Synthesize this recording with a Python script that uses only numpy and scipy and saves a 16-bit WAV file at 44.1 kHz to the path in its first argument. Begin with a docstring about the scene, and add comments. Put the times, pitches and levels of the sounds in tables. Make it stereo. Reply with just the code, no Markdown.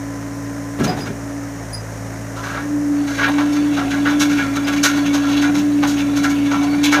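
"""A small loader outdoors, heard by two microphone ports directly and scattered by ground and wall.
From the start a diesel runs at nearly steady speed: harmonic synthesis of firing and pump tones over noise.
The steel bucket then drops on gravel (modal synthesis from random contacts) and a dry pivot squeaks (stick-slip).
Later the drive pump hums harder as the loader rolls, and the bucket drags, knocking and grinding on stones."""
import sys
import numpy as np
from scipy import signal
from scipy.fft import rfft, irfft
from scipy.io import wavfile
from scipy.ndimage import uniform_filter1d

SR = 44100
rng = np.random.default_rng(int(sys.argv[2]) if len(sys.argv) > 2 else 0)


def master_out(mix):
    """Clip the mix to full scale and print it as 16-bit PCM to the path in sys.argv[1]."""
    frames = np.transpose(np.atleast_2d(mix))
    ceiling = np.clip(frames, -1, 1)
    pcm = np.round(ceiling * 32767).astype(np.int16)
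    wavfile.write(sys.argv[1], SR, pcm)


N = 308700
TIME = np.arange(N) / SR
HZ = np.maximum(np.fft.rfftfreq(N, 1 / SR), 1)
STEP = 40   # samples between points of a slow control signal


def amp(db):
    """Decibel law: level to amplitude ratio."""
    return 10 ** (np.asarray(db) / 20)


def rms_one(x):
    """Power normalisation: scale to rms 1."""
    return x / np.sqrt(np.mean(x ** 2) + 1e-20)


def in_time(rows):
    """Linear interpolation: the columns of a time table at every sample."""
    s, *columns = np.transpose(rows)
    return [np.interp(TIME, s, c) for c in columns]


def at_hz(points):
    """Interpolation over log frequency: a spectrum table on the FFT grid."""
    hz, value = np.transpose(points)
    return np.interp(np.log(HZ), np.log(np.maximum(hz, 1)), value)


def colour(x, points):
    """Linear filtering: multiply the spectrum by a response in dB."""
    return irfft(rfft(x) * amp(at_hz(points)), N)


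def fine(coarse):
    """Linear interpolation: a slow control signal at every sample."""
    return np.interp(np.arange(N) / STEP, np.arange(len(coarse)), coarse)


def drift(corner_hz):
    """Low-passed noise: two equal poles leave a slow random signal of rms 1."""
    r = np.exp(-2 * np.pi * corner_hz * STEP / SR)
    settle = 2000   # points discarded while the filter settles
    noise = rng.standard_normal(N // STEP + 2 + settle)
    slow = signal.lfilter([1], [1, -2 * r, r * r], noise)[settle:]
    return fine(rms_one(slow))


def resonate(drives, modes):
    """Modal superposition: parallel two-pole resonances, each with its own drive, in alternating sign."""
    out = 0
    for k, (drive, (hz, width_hz, db)) in enumerate(zip(drives, modes)):
        r = np.exp(-np.pi * width_hz / SR)
        top = amp(db) * (1 - r * r) / 2
        poles = [1, -2 * r * np.cos(2 * np.pi * hz / SR), r * r]
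        out = out + (-1) ** k * signal.lfilter([top, 0, -top], poles, drive + 1e-18)
    return out


def grains(per_s, spread_db):
    """Shot noise: random clicks of uneven size, rms 1; rows are the direct path and a scattered path per port."""
    born = rng.random((3, N)) < per_s / SR
    size_db = spread_db * np.minimum(rng.exponential(1, born.shape), 5)
    sizes = amp(size_db) * rng.standard_normal(born.shape)
    return rms_one(sizes * born)


def burst(s, rise_s, hold_s, t60):
    """Exponential decay of one blow, as a slow control: a swell to 1 about the moment s, a hold, then decay."""
    t = np.clip(TIME[::STEP] - s + rise_s / 2, 0, None)
    swell = np.minimum(t / max(rise_s, 1e-3), 1)
    decay = amp(-60 * np.clip(t - rise_s - hold_s, 0, None) / max(t60, .02))
    return swell * decay


# drive pump, five strokes a firing: t/s, stroke rate f/Hz, hum level/dB
PUMP_DRIVE = [(0, 281, -28), (.78, 284.1, -29), (1.12, 279, -34.5), (1.35, 283, -26.5), (1.56, 282, -31.5),
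              (1.76, 270.5, -44.5), (2.05, 276, -35.5), (2.57, 281, -33.5), (2.69, 293, -20),
              (3.02, 288, -17), (3.18, 280, -26.5), (3.34, 290, -16.5), (3.7, 293, -15.5), (3.85, 278, -20),
              (4.17, 293, -15), (4.36, 289, -15), (4.46, 275, -23), (4.56, 283.6, -19), (4.82, 288, -16),
              (5.25, 285, -16.5), (5.65, 292, -14.5), (5.99, 286, -17), (6.6, 285, -16), (7, 294, -14.5)]
# broadband engine noise: t/s, roar level/dB, rumble level/dB
ENGINE_NOISE = [(0, -34.5, -43.5), (1.62, -34, -44.5), (4.21, -33, -34), (7, -34.5, -34)]
# spectral density of the roar and of the rumble: f/Hz, level/dB
ROAR_SPECTRUM = [(300, -11.5), (400, -5), (600, 1), (800, -6), (1100, -8.5), (1830, -7.5), (2500, -18),
                 (3500, -25), (4600, -22.5), (5600, -12.5), (6700, -14.5), (7800, -19.5), (10000, -24.5),
                 (15600, -35.5)]
RUMBLE_SPECTRUM = [(50, -12), (90, -10), (150, 6.5), (200, 16.5), (260, 4.5), (340, 8), (430, -8),
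                   (600, -33.5)]
# first three firing orders: level/dB over the common firing level
FIRING_ORDERS = [-8.5, -0.5, -8.5]
# the firing tones grow as the engine is pulled below its usual speed
USUAL_STROKES_PER_S, FIRING_DB, LABOUR_DB_PER_STROKE = 282, -33, 0.2
# the lift pump whines louder while the arms sink
WHINE_DB, ARMS_DOWN_S, WHINE_IDLE_DB = -46, .79, -53.5


def engine():
    """Harmonic synthesis: sines phase-locked to the firing rate, over noise whose roar throbs with each firing."""
    strokes_per_s, hum_db = in_time(PUMP_DRIVE)
    stroke = 2 * np.pi * np.cumsum(strokes_per_s) / SR
    firing = stroke / 5
    firing_db = FIRING_DB + LABOUR_DB_PER_STROKE * (USUAL_STROKES_PER_S - strokes_per_s)
    tones = np.zeros(N)
    for k, order_db in enumerate(FIRING_ORDERS):
        order_amp = amp(firing_db + order_db + 1.18 * drift(10.5))
        tones += order_amp * np.sin((k + 1) * firing + 1.7 * k)

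    hum = amp(hum_db + 0.99 * drift(19.5))
    tones += hum * np.sin(stroke + 0.15 * drift(24.5))
    tooth = 18 * firing   # lift pump, eighteen teeth a firing
    whine = amp(np.where(TIME < ARMS_DOWN_S, WHINE_DB, WHINE_IDLE_DB))
    tones += whine * np.sin(tooth + 0.072 * drift(2.3))

    roar_db, rumble_db = in_time(ENGINE_NOISE)
    hiss = grains(30000, 2.4)
    throb = 1 + 0.082 * np.cos(firing)
    roar = amp(roar_db + 0.15 * drift(13)) * rms_one(colour(throb * hiss, ROAR_SPECTRUM))
    rumble = amp(rumble_db + 1.2 * drift(1.4)) * rms_one(colour(hiss, RUMBLE_SPECTRUM))
    return np.sqrt(2) * tones, roar + rumble   # root two: a sine's level is its rms


# landings of the bucket floor: t/s, drive level/dB
LANDINGS = [(0.79, -13.5), (0.839, -16.5), (0.881, -27.5), (0.969, -21), (1.071, -24.5)]
# low modes of the floor on the ground: f/Hz, bandwidth f/Hz, relative level/dB
FLOOR_MODES = [(147.4, 30, -1), (178, 17, 3.5), (223, 60, 0), (336, 30, -4), (380, 56, -4.5)]


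def thuds():
    """Modal excitation: soft heavy landings drive the low modes of the bucket floor."""
    envelope = sum(amp(db) * burst(s, 0.013, 0.0036, 0.37) for s, db in LANDINGS)
    push = fine(envelope) * grains(2500, 1.3)
    return amp(18.5) * resonate([push] * len(FLOOR_MODES), FLOOR_MODES)


# bucket edge dragging, also the footing of the lesser knocks: t/s, drive level/dB
EDGE_DRAG = [(2.9, -35), (3.29, -26.5), (5.4, -22.5), (5.66, -33), (5.98, -26), (7, -23.5)]
# lesser knocks: base level over the drag, treble relative to the knock, decay time
PEBBLE_DB, PEBBLE_TREBLE_DB, PEBBLE_T60_S = -0.5, -13.5, 0.092


def pebbles(count):
    """Random point process: rows of lesser knocks while the edge drags; moment, strength and place are drawn."""
    when, size, place = rng.random((count, 3)).T
    start_s = EDGE_DRAG[1][0]
    s = start_s + when * (N / SR - start_s)
    level_db = np.interp(s, *np.transpose(EDGE_DRAG)) + PEBBLE_DB + 6 * size
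    place_hz = 900 * 2 ** (2 * place)
    same = np.ones(count)
    return np.transpose([s, level_db, PEBBLE_TREBLE_DB * same, place_hz, PEBBLE_T60_S * same])


# stones and blows: t/s, drive level/dB, relative treble level/dB, most driven f/Hz, decay t60/s
BLOWS = [(.795, -11, -37, 1450, 0.12), (.839, -13.5, -10, 1020, 0.058), (.873, -11.5, -32, 705, .3),
         (.972, -20.5, -19, 818, .24), (1.058, -17.5, -22, 1600, 0.11), (2.36, -18.5, -22, 1140, 0.25),
         (2.433, -14.5, -24, 1170, 0.55), (2.541, -14.5, -60, 1400, 0.28), (3.073, -23, -14.5, 1600, 0.95),
         (3.184, -5.5, -34, 1440, 0.23), (3.226, -6, -35, 1720, 0.16), (3.278, -9.5, -59, 980, 0.086),
         (3.38, -11, -29, 1160, 0.19), (3.77, -8, -33, 1250, 0.23), (3.912, -14.5, -26, 1580, 0.2),
         (4.054, -4, -38, 1474, 0.16), (4.199, -10.5, -8.5, 1502, 0.17), (4.297, -22, -12, 1460, 0.28),
         (4.374, -13, -24, 1660, 0.24), (4.558, -10.5, -19, 1493, 0.064), (4.672, -11.5, -18.5, 1464, 0.12),
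         (4.834, 0.5, -11, 1486, 0.18), (4.96, -15.5, -18.5, 1260, .16), (5.133, -15, -11, 977, 0.17),
         (5.23, -19, -24, 1160, 0.42), (5.365, -13, -19, 3990, 0.1), (5.421, -12.5, -25.5, 1420, 0.27),
         (5.546, -27, -4.5, 1380, .22), (5.826, -6.5, -25.5, 1000, 0.13), (5.872, -29.5, 2.5, 758, 0.24),
         (5.972, -21, -15, 2200, .15), (6.162, -21, -7, 1430, 0.13), (6.236, -8.5, -23, 1475, .14),
         (6.296, -26.5, -3.5, 1583, 0.091), (6.512, -8.5, -27, 1100, 0.23), (6.628, -17.5, -17, 930, .09),
         (6.836, -4.5, -14, 2876, .16), (6.92, 0, -21.5, 1500, .16), (6.963, -10.5, -40, 600, 0.16)]
# modes of the steel plates: f/Hz, bandwidth f/Hz, relative level/dB
PLATE_MODES = [(588, 28, -9), (732, 33, -3.5), (785, 385, -13.5), (1009, 13, -6.5), (1115, 51, -15),
               (1358, 29, -5.5), (1462, 64, -9.5), (1657.5, 20, -6), (1819, 27, -13.5), (2098, 61, -13.5),
               (2240, 66, -10), (2386, 28, -9), (2644, 360, -15.5), (3420, 51, -14), (3510, 22, -9),
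               (3956, 77, -14), (4460, 79, -13), (5364, 20, -20), (6000, 210, -30), (6130, 15, -13.5),
               (6550, 45, -16.5)]
# spectral density of the unresonated grinding: f/Hz, level/dB
GRIND_SPECTRUM = [(240, -37), (400, 2), (587, -3), (1220, -3.5), (1470, 3.5), (3220, -11), (6510, -7),
                  (8850, -19.5), (13800, -24.5), (15600, -50)]
KNOCK_OCTAVES = .45   # spread of modes a knock reaches
KNOCK_RISE_S, GRIND_SHARE = 0.011, 0.11   # a knock grinds at full strength for this share of its t60


def bucket():
    """Modal excitation: dense stone contacts ring the plates; a knock drives the modes nearest its place most."""
    s, level_db, treble_db, place_hz, t60 = np.vstack([BLOWS, pebbles(count=16)]).T
    knocks = np.array([amp(db) * burst(at, KNOCK_RISE_S, GRIND_SHARE * t, t)
                       for at, db, t in zip(s, level_db, t60)])
    drag_onset = np.clip((TIME - EDGE_DRAG[0][0]) / 0.087, 0, 1)
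    drag = amp(in_time(EDGE_DRAG)[0] + 0.96 * drift(63)) * drag_onset
    stones = grains(5000, 2.5)

    drives = []
    for hz, *_ in PLATE_MODES:
        near = np.exp(-.5 * (np.log2(hz / place_hz) / KNOCK_OCTAVES) ** 2)
        reach = near + amp(treble_db) * hz / 1500   # hard, bright stones also reach the high modes
        uneven = amp(2.8 * rng.standard_normal(len(s)))
        drives.append(drag * amp(3.1 * drift(7.4)) + fine((reach * uneven) @ knocks))
    ringing = resonate((stones * drive for drive in drives), PLATE_MODES)

    low, high = (signal.sosfilt(signal.butter(4, 4300, side, fs=SR, output="sos"), stones)
                 for side in ("low", "high"))
    dull = (amp(-13.0) * drag + fine(knocks.sum(0))) * low
    bright = (amp(-21.5) * drag + fine(amp(treble_db) @ knocks)) * high
    grinding = colour(amp(-11.0) * dull + amp(16.5) * bright, GRIND_SPECTRUM)
    return amp(13.5) * ringing + grinding


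# pivot squeaks: t/s, length t/s, level/dB, relative second partial level/dB
PIVOT_SQUEAKS = [(.876, 0.079, -23, -26), (1.006, .07, -29, -13), (1.73, 0.092, -23.5, -4),
                 (4.647, .025, -28, -26)]
SQUEAK_HZ, THIRD_DB = 4950, -26   # third partial relative to the squeak level


def squeaks():
    """Stick-slip in a dry pin: a fluttering tone fades as the pin frees, its two overtones fading first."""
    out = np.zeros(N)
    for s, length, db, second_db in PIVOT_SQUEAKS:
        phase = 2 * np.pi * SQUEAK_HZ * TIME + .9 * drift(70)
        release = np.clip((s + length - TIME) / 0.017, 0, 1)
        gate = fine(burst(s, 0.004, 0.014, 3.3 * length)) * release
        flutter = amp(3.5 * drift(70))
        overtones = amp(second_db) * np.sin(2 * phase) + amp(THIRD_DB) * np.sin(3 * phase)
        out += amp(db) * gate * (flutter * np.sin(phase) + gate ** 2 * overtones)
    return out


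# shading between the ports: f/Hz, left minus right level/dB
PORT_BALANCE = [(60, -4), (99, 2), (160, -3.5), (270, 0.5), (450, -3.5), (740, -0.5), (1220, -4.5),
                (2010, 7.5), (3330, -5.5), (5500, 9), (9080, -7.5), (15000, -13.5)]
# phase between the ports: f/Hz, left lead phase/rad
PORT_LEAD = [(30, 0), (290, -.15), (860, -.2), (1380, .6), (1980, -.1), (2670, .5), (3360, -1.4),
             (3880, .2), (6890, -6), (8790, -14.7), (11700, -14.3), (13500, -16.8), (15300, -26.4)]
# sound scattered by ground and wall: f/Hz, scattered over direct level/dB
SCATTER = [(60, -20), (300, -24), (600, -10), (1200, -5), (2500, -3), (6000, 0), (15000, 4)]


def scene():
    """Superposition: each port adds direct sound, with its own phase and shading, to noise scattered to it alone."""
    tones, noise = engine()
    direct, *scattered = rfft(noise + thuds() + bucket() + squeaks() * 0)
    echo, side = amp(at_hz(SCATTER)), np.array([[.5], [-.5]])   # half of each difference to each port
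    turn = np.exp(1j * side * at_hz(PORT_LEAD))
    mixed = (turn * direct + echo * np.array(scattered)) / np.sqrt(1 + echo ** 2)   # power kept
    heard = turn * rfft(tones + squeaks()) + mixed
    return irfft(heard * amp(side * at_hz(PORT_BALANCE)), N)


LIMIT_DB, EXCESS_FALL_DB_S = -1, 80   # threshold; fall of the held excess
CUTOFF_HZ = 15750


def record(dry):
    """Peak limiting: loud knocks duck everything, with slow release; peaks clip, deep bass and top are cut."""
    dry = signal.sosfilt(signal.butter(4, 44, "high", fs=SR, output="sos"), dry)
    over_db = np.clip(20 * np.log10(np.abs(dry).max(0) + 1e-9) - LIMIT_DB, 0, None)
    fall_db = EXCESS_FALL_DB_S * TIME
    held_db = np.maximum.accumulate(over_db + fall_db) - fall_db
    gain = amp(-.6 * uniform_filter1d(held_db, size=200))   # takes off 0.6 dB per dB of excess
    clipped = np.clip(gain * dry, -1, 1)
    return signal.sosfilt(signal.cheby2(16, 50, CUTOFF_HZ, fs=SR, output="sos"), clipped)


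dry = scene()
out = record(dry)
master_out(out)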